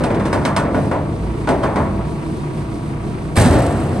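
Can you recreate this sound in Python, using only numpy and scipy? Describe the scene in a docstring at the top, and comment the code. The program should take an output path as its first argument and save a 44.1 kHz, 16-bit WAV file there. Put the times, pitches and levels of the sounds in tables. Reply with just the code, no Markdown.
"""A harvester's big steel mesh basket is lowered, close by, while the engine runs steadily.
For the first two seconds the basket jerks in its pivots: hollow clanks make the panels boom and
the wall flex. Then it glides quietly over the engine's hum and roar. At about 3.4 seconds it slams
onto the frame and bounces. The chassis thumps, loose panels shake and the wire mesh rattles out."""
import sys
import numpy as np
from scipy import signal
from scipy.fft import rfft, irfft
from scipy.io import wavfile
from scipy.ndimage import uniform_filter1d, minimum_filter1d

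SR = 44100
rng = np.random.default_rng(int(sys.argv[2]) if len(sys.argv) > 2 else 0)


def wrap_up_sound(samples):
    """Save the sound to the file named by the first command line argument, as 16-bit audio."""
    columns = np.atleast_2d(samples).T
    # keep every value between -1 and 1, then stretch to whole-number steps
    tamed = np.clip(columns, -1, 1)
    steps = np.round(tamed * 32767).astype(np.int16)
    wavfile.write(sys.argv[1], SR, steps)


N = 176400  # 4 seconds
SHAFT_HZ = 28.2  # engine turns per second
LANDING_S = 3.354  # the basket first touches the frame

# Stereo width of the basket, narrow because its sound arrives directly: pitch_hz, side_level_db
BASKET_SPREAD = [(60, -13), (250, -38), (600, -17), (1300, -12.5), (2800, -6.5), (6000, -27), (9000, -13.5)]


def landing_slam():
    """The basket hits the frame and bounces, in a quick run of heavy blows."""
    # Each blow: start_s, boom_db, clang_db, crack_db, rise_s, clang_pitch_hz
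    hits = [(3.354, -36, -41, -45, .001, 1500), (3.365, -25, -19.5, -21, 0.002, 1300),
            (3.372, -8.5, -16, -17.5, 0.00087, 800), (3.389, -11.5, -28, -21.5, .002, 700),
            (3.431, -14, -24.5, -27, .001, 700), (3.449, -6.5, -15, -19, 0.0048, 326),
            (3.501, -12.5, -19.5, -34, 0.0027, 330), (3.529, -16, -33, -29, .001, 700),
            (3.548, -10, -19, -40, 0.0057, 620), (3.917, -24, -31, -50, .001, 745)]
    # Tone of the deep boom: pitch_hz, level_db
    boom_colour = [(25, -44), (50, -10), (90, 2), (125, -3.5), (190, -6.5), (250, -2.5), (350, -17),
                   (550, -31), (1000, -35)]
    # Tone of the hollow clang: pitch_hz, level_db
    clang_colour = [(120, -20), (260, 3), (480, -4.5), (700, 1), (850, -4), (1050, -18), (1350, -32),
                    (1800, -5.5), (2300, -34), (2800, -29), (5000, -27)]
    return steel_blows(hits, boom_colour, clang_colour, boom_fade_s=0.4)


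def pivot_clanks():
    """The basket jerks in its pivots, and each knock leaves the panels booming."""
    # Each clank: start_s, boom_db, clang_db, crack_db, rise_s, clang_pitch_hz
    hits = [(0.002, -21, -20.5, -36, 0.004, 300), (0.037, -21, -19, -25, 0.001, 694),
            (0.100, -23.5, -18, -35, .006, 345), (0.143, -20, -22, -34.5, 0.0027, 377),
            (0.197, -34, -22.5, -35.5, .0014, 1300), (0.251, -22.5, -20.5, -26, 0.0071, 1210),
            (0.328, -39, -15.5, -23, 0.0017, 1150), (0.451, -23, -15, -20, 0.00049, 1200),
            (0.564, -48, -15.5, -18.5, 0.00035, 1200), (0.648, -24, -21, -57, 0.0027, 553),
            (0.745, -26.5, -17.5, -37, .001, 600), (0.913, -26.5, -17, -33.5, 0.0011, 625),
            (1.472, -31, -15.5, -30.5, 0.0017, 930), (1.489, -21.5, -17, -24.5, 0.00094, 660),
            (1.628, -25, -14.5, -27.5, 0.011, 990), (1.757, -28, -15.5, -30, 0.0033, 1010),
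            (1.992, -43, -33, -59, .0015, 870)]
    # Tone of the long boom: pitch_hz, level_db
    boom_colour = [(38, -18), (54, -4), (95, 2.5), (140, 1), (220, 2.5), (330, 1), (500, -9), (1000, -51)]
    # Tone of the hollow clang: pitch_hz, level_db
    clang_colour = [(120, -29), (260, -3), (480, -1.5), (620, 3), (780, -4.5), (980, -3.5), (1300, -10),
                    (1800, -12.5), (2250, -17), (2800, -25.5), (5000, -39)]
    return steel_blows(hits, boom_colour, clang_colour, boom_fade_s=1.3)


def steel_blows(hits, boom_colour, clang_colour, boom_fade_s):
    """Steel hits steel: the contact cracks, the frame clangs and rings, and the panels boom."""
    # Ringing notes of the basket frame: pitch_hz, level_db, fade_s
    frame_notes = [(198.2, 0, 1.5), (252.7, 0.5, 0.37), (285, 2, 0.88), (349, -17, 0.22), (440, -7, 0.87),
                   (542, -1, .6), (592, -5.5, 0.77), (665.5, -8.5, 1.7), (871, -10, 0.95), (990, -2, 0.15),
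                   (1102, -11.5, 0.93), (1270, -25, 0.51), (1465, -1, 0.14), (995, -11, 0.6),
                   (1362, -13, 0.43), (1894, -22, 0.5)]
    # Short, bright notes where the steel is struck: pitch_hz, level_db, fade_s
    contact_notes = [(2220, 3.5, 0.044), (3164, -5, 0.07), (3510, -8, 0.073), (3900, -9, 0.04),
                     (4130, -5.5, 0.056), (4973, -6.5, 0.057), (5244, -7, 0.054), (6220, -20, 0.074)]
    # Tone of the crack: pitch_hz, level_db
    crack_colour = [(700, 14), (1600, 6.5), (2700, 2), (3800, -1.5), (4500, -2.5), (5100, -4.5), (6000, -5),
                    (7400, -6.5), (8700, -1.5), (10000, -5.5), (12500, -23)]
    out, t = np.zeros((2, N)), np.arange(36000) / SR
    snap = 1 + undb(1.5) * np.exp(-t / 0.0011)  # the first instant of contact is the loudest
    boom_swell = 1 - np.exp(-t / 0.0019)
    clang_swell = 1 - np.exp(-t / 0.00046)  # the sheet takes a moment to start ringing
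    end_fade = np.minimum(1, 2 * (1 - t / t[-1])) ** 2
    for start_s, boom_db, clang_db, crack_db, rise_s, clang_pitch_hz in hits:
        boom = sheet_metal(boom_colour, t, boom_fade_s, middle_hz=100) * boom_swell
        clang = sheet_metal(clang_colour, t, fade_s=0.55, middle_hz=1460)
        clang += undb(-10) * ring(frame_notes, t)
        clang = strike_spot(clang, clang_pitch_hz) * clang_swell * end_fade
        crack = sheet_metal(crack_colour, t, fade_s=0.21, middle_hz=2000)
        crack += undb(-7) * ring(contact_notes, t)
        blow = undb(boom_db) * boom + undb(clang_db) * clang + undb(crack_db) * crack * snap
        add(out, blow * np.minimum(t / rise_s, 1), start_s)
    return out


def sheet_metal(colour, t, fade_s, middle_hz):
    """A sheet's countless notes blur into noise. Of three bands, the middle drops 60 dB in fade_s."""
    hz = np.fft.rfftfreq(len(t), 1 / SR)
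    spectrum = rfft(tint(noise(len(t), BASKET_SPREAD), colour))
    bands_hz = [middle_hz / 2, middle_hz, middle_hz * 2]
    out = np.zeros((2, len(t)))
    for band_hz, share in zip(bands_hz, np.eye(3)):
        band = irfft(spectrum * read_curve(list(zip(bands_hz, share)), hz), len(t))
        fade_speed = (band_hz / middle_hz) ** 0.15  # higher notes die sooner
        out += band * undb(-60 * fade_speed * t / fade_s)
    return out


def ring(notes, t):
    """A struck part rings a little differently each time. Each note drops 60 dB in its fade_s."""
    hz, db, fade_s = np.array(notes).T[:, :, None]
    strength, detune, phase, ear_offset = rng.standard_normal((4, len(hz), 1))
    level = undb(db + 4.03 * strength - 60 * t / fade_s)
    angle = 2 * np.pi * (hz * (1 + 0.00286 * detune) * t + phase)
    return np.array([(level * np.sin(angle + ear * 0.28 * ear_offset)).sum(0) for ear in (-1, 1)])


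def strike_spot(x, pitch_hz, lift_db=5.5, reach_octaves=0.59):
    """Where the steel is struck decides which octave of its sound stands out."""
    octaves_away = np.log2((np.fft.rfftfreq(x.shape[-1], 1 / SR) + 1) / pitch_hz)
    nearness = np.exp(-(octaves_away / reach_octaves) ** 2)
    return irfft(rfft(x) * undb(lift_db * (nearness - 0.5)), x.shape[-1])


def chassis_thumps():
    """The chassis thumps as it takes the basket's weight, and again on each bounce."""
    # Each thump: start_s, level_db
    thumps = [(3.367, -14.5), (3.446, -10.5), (3.503, -20), (3.544, -14), (3.562, -12)]
    # Low notes of the chassis: pitch_hz, level_db, fade_s
    notes = [(56, -3, 0.2), (86.8, -2.5, 0.16), (109, -13, 0.18), (169.3, 4.5, 0.12), (224, -3, 0.15),
             (295, 2.5, 0.11)]
    out, t = np.zeros((2, N)), np.arange(SR) / SR
    swell = 1 - np.exp(-t / 0.013)
    for start_s, level_db in thumps:
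        add(out, undb(level_db) * ring(notes, t) * swell, start_s)
    return out


def wall_flexes(sag_s=0.036, swell_s=0.013):
    """The metal wall buckles under the shifting load: a hollow note swells and sags as it relaxes."""
    # Each flex: start_s, level_db, pitch_ratio
    flexes = [(0.002, -23.5, 1.14), (0.055, -17.5, 1.2), (0.745, -26, 0.97), (0.914, -22.5, 1.1),
              (1.489, -15, 1.01)]
    # Hollow notes of the wall: pitch_hz, level_db, fade_s
    notes = [(258.4, 3.5, 0.26), (385, 0, 0.33), (450, 2.5, 0.17), (528, -8.5, 0.21), (660, 4.5, 0.12)]
    out, t = np.zeros((2, N)), np.arange(SR) / SR
    clock = t + 0.026 * sag_s * (1 - np.exp(-t / sag_s))  # the pitch starts 2.6% high
    swell = 1 - np.exp(-t / swell_s)
    for start_s, level_db, pitch_ratio in flexes:
        add(out, undb(level_db) * ring(notes, clock * pitch_ratio) * swell, start_s)
    return out


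def mesh_rattle(ticks_per_s=1100, hold_s=0.034, fall_db_per_s=75, linger_db=-21.5):
    """After the landing the wire mesh chatters against its frame, dies down and lingers faintly."""
    # Tone of the chatter: pitch_hz, level_db
    colour = [(400, 10), (800, 0), (1700, -4), (2800, -10), (4000, -11.5), (6500, -15.5), (7500, -8.5),
              (8600, -7), (9500, -7), (10500, -6.5), (12500, -27)]
    age_s = np.arange(N) / SR - LANDING_S
    ticks = (rng.random((2, N)) < ticks_per_s / SR) * rng.choice([-1, 1], (2, N))
    smear = rng.standard_normal(400) * np.exp(-np.arange(400) / 90)
    smear = irfft(np.exp(1j * np.angle(rfft(smear))))  # lengthens a tick but keeps its tone
    chatter = signal.fftconvolve(spread(*ticks, BASKET_SPREAD), smear[None])[:, :N]
    chatter = mesh_ring(tint(chatter, colour))
    shake = undb(-fall_db_per_s * np.maximum(age_s - hold_s, 0)) + undb(linger_db)
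    bursts = undb(2 * wander(120))
    fade_in = np.clip(age_s / 0.01, 0, 1)
    return undb(-18) * chatter * shake * bursts * fade_in


def mesh_ring(x, width_hz=13):
    """The mesh and its struts ring along, lifting a few narrow pitches in the sound."""
    # Pitches at which they ring: pitch_hz, lift_db
    peaks = [(748, 7), (1384, 6), (1640, 7), (1880, 6), (2136, 6), (2478, 6), (2642, 7), (2735, 9),
             (3605, 6), (5169, 7), (8222, 3), (8683, 3), (8787, 4), (9224, 4)]
    hz = np.fft.rfftfreq(x.shape[-1], 1 / SR)
    lift = 1 + sum((undb(db) - 1) / (1 + 2j * (hz - peak_hz) / width_hz) for peak_hz, db in peaks)
    return unit(irfft(rfft(x) * lift, x.shape[-1]))


def loose_panels(peak_s=3.567, fall_db_per_s=53, linger_db=-14):
    """The loose side panels shake hardest on the bounce, then keep trembling on the frame."""
    # Tone of the shaking: pitch_hz, level_db
    colour = [(170, -16), (300, 5.5), (420, 0.5), (520, -2), (700, 2.5), (850, -8.5), (1100, -8),
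              (2000, -18.5)]
    t = np.arange(N) / SR
    shake = undb(-fall_db_per_s * np.abs(t - peak_s)) + undb(linger_db)
    fade_in = np.clip((t - LANDING_S) / 0.019, 0, 1)
    return undb(-18) * tint(noise(N, BASKET_SPREAD), colour) * shake * fade_in


def panel_shudder():
    """The broad panels rumble as the basket sways, and drone at twice the engine's turning rate."""
    # Tone of the rumble: pitch_hz, level_db
    colour = [(40, -37), (55, -2), (72, 0), (100, 3), (150, -3.5), (205, -1.5), (300, -8.5), (450, -13),
              (900, -20.5), (2000, -47)]
    # Loudness of the rumble: time_s, level_db
    rumble_levels = [(0, -23.5), (.9, -24), (1.25, -24.5), (1.5, -33), (1.8, -21.5), (2.03, -24),
                     (2.17, -35.5), (3.35, -32.5), (3.6, -21.5), (4, -18)]
    # Loudness of the drone: time_s, level_db
    drone_levels = [(0, -47), (1.0, -41), (1.25, -20), (1.6, -37), (2.0, -23), (2.2, -35), (4, -39)]
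    rumble = tint(noise(N, BASKET_SPREAD), colour)
    drone_hz = 2 * SHAFT_HZ * (1 + 0.03 * wander(8.15))
    drone = np.sin(2 * np.pi * np.cumsum(drone_hz) / SR)
    return rumble * gain_over_time(rumble_levels) + drone * gain_over_time(drone_levels)


def engine(firings_per_turn=3, roar_db=-25):
    """Shaft tones waver over a roar that throbs unevenly with the firings and knocks once a turn."""
    # Hum of the engine and its drive: pitch_hz, level_db
    tones = [(27.6, -42), (56.4, -48), (112.5, -36.5), (143, -33.5), (150.7, -33), (199, -44), (323, -38),
             (474, -47.5), (667.5, -47), (942, -52), (968, -47.5), (1130, -49.5)]
    # Tone of the roar: pitch_hz, level_db
    colour = [(38, -30), (60, -2.5), (85, -11), (150, -2.5), (180, -7.5), (245, -8), (277, -11.5),
              (330, -7), (420, -13.5), (570, -23), (650, -19), (860, -24.5), (950, -20.5), (1030, -27),
              (1110, -24), (1660, -34), (2280, -34), (3100, -40.5), (4200, -41.5), (5850, -46), (7400, -48),
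              (8800, -42), (10200, -42.5), (11700, -56), (13000, -75)]
    # Stereo width, wide because the engine's sound arrives from all round: pitch_hz, side_level_db
    width = [(60, -10), (250, -14.5), (600, -5), (1300, -0.5), (2800, -1.5), (6000, -21), (9000, -17)]
    clock = np.arange(N) / SR + 0.0036 * np.cumsum(wander(4)) / SR  # the speed drifts slightly
    hum = np.zeros(N)
    for pitch_hz, level_db in tones:
        level = np.sqrt(2) * undb(level_db + 1.5 * wander(6.87))
        hum += level * np.sin(2 * np.pi * (pitch_hz * clock + rng.random()))
    shaft_angle = 2 * np.pi * SHAFT_HZ * clock
    roar = tint(noise(N, width), colour)
    clatter = signal.sosfiltfilt(signal.butter(2, [700, 3200], "band", fs=SR, output="sos"), roar)
    firing = 1 + 0.047 * np.cos(firings_per_turn * shaft_angle)
    throb = (roar - clatter) * firing * undb(1.5 * wander(18))
    knock = clatter * (1 + 0.27 * np.cos(shaft_angle)) * undb(-wander(21.2))
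    return hum + undb(roar_db) * (throb + knock)


def undb(db):
    """Turn decibels into a number to multiply by."""
    return 10 ** (np.asarray(db) / 20)


def unit(x):
    """Scale a signal to an average (rms) level of 1."""
    return x / np.sqrt(np.mean(x ** 2))


def read_curve(points, hz):
    """Read between (pitch_hz, value) points, with octaves evenly spaced."""
    pitches, values = np.array(points).T
    return np.interp(np.log(hz + 1e-3), np.log(pitches), values)


def gain_over_time(points):
    """Join (time_s, level_db) points into a gain for every sample."""
    return undb(np.interp(np.arange(N) / SR, *np.array(points).T))


def tint(x, colour):
    """Shape a sound's tone with a curve, falling away past its ends; the result has level 1."""
    hz = np.fft.rfftfreq(x.shape[-1], 1 / SR) + 1e-3
    ends = np.minimum(1, np.minimum(hz / colour[0][0], colour[-1][0] / hz)) ** 2
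    return unit(irfft(rfft(x) * undb(read_curve(colour, hz)) * ends, x.shape[-1]))


def spread(mid, side, width):
    """Make left and right: both share mid, and side sets them apart as far as width allows."""
    hz = np.fft.rfftfreq(len(mid), 1 / SR)
    side = irfft(rfft(side) * undb(read_curve(width, hz)), len(mid))
    return np.array([mid + side, mid - side])


def noise(size, width):
    """Stereo hiss."""
    return spread(*rng.standard_normal((2, size)), width)


def wander(changes_per_s):
    """A smooth random drift around zero, about 1 in size."""
    hold = int(SR / changes_per_s)
    steps = np.repeat(rng.standard_normal(N // hold + 1), hold)
    return unit(uniform_filter1d(uniform_filter1d(steps, hold), hold)[:N])


def add(out, x, start_s):
    """Mix a sound in at its start time."""
    i = int(start_s * SR)
    out[:, i:i + x.shape[1]] += x[:, :N - i]


def scene():
    """The basket clanks down and lands while the engine runs."""
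    descent = panel_shudder() + wall_flexes() + pivot_clanks()
    landing = landing_slam() + chassis_thumps() + mesh_rattle() + loose_panels()
    return descent + landing + engine()


def record(dry, ceiling=0.92, limiter_s=0.004, top_hz=13000):
    """Two close microphone openings hear slightly unlike tones; peaks are held and the top is cut."""
    # How much louder the left side is: pitch_hz, level_db
    balance = [(60, -1), (130, 0.4), (260, -1.7), (550, 2.3), (1000, 0.9), (2000, -0.8), (4000, -3.5),
               (8500, -1)]
    # How far the left side's wave runs ahead: pitch_hz, lead_radians
    left_lead = [(100, 0.088), (300, -0.22), (600, 0.67), (1900, 0.34), (2500, -0.79), (4500, -0.86),
                 (5500, -1.47), (6800, -1.14), (7600, -1.53), (8900, 0.77), (10000, 3.1), (11500, 1.4)]
    # A dip in the microphone's treble: pitch_hz, level_db
    mic_colour = [(9600, 0), (10000, 2), (10250, -43), (10700, -7), (11300, 2), (12200, -4), (13000, -21)]
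    hz = np.fft.rfftfreq(2 * N, 1 / SR)
    lean = undb(read_curve(balance, hz) / 2) * np.exp(0.5j * read_curve(left_lead, hz))
    spectrum = rfft(dry, 2 * N) * undb(read_curve(mic_colour, hz))
    heard = irfft(spectrum * np.array([lean, 1 / lean]))[:, :N]
    window = int(limiter_s * SR)
    gain = ceiling / np.maximum(np.abs(heard).max(0), ceiling)  # turns down only the peaks
    gain = uniform_filter1d(minimum_filter1d(gain, window), window)
    treble_cut = signal.ellip(8, 0.2, 70, top_hz, fs=SR, output="sos")
    return signal.sosfilt(treble_cut, heard * gain)


dry = scene()
out = record(dry)
wrap_up_sound(out)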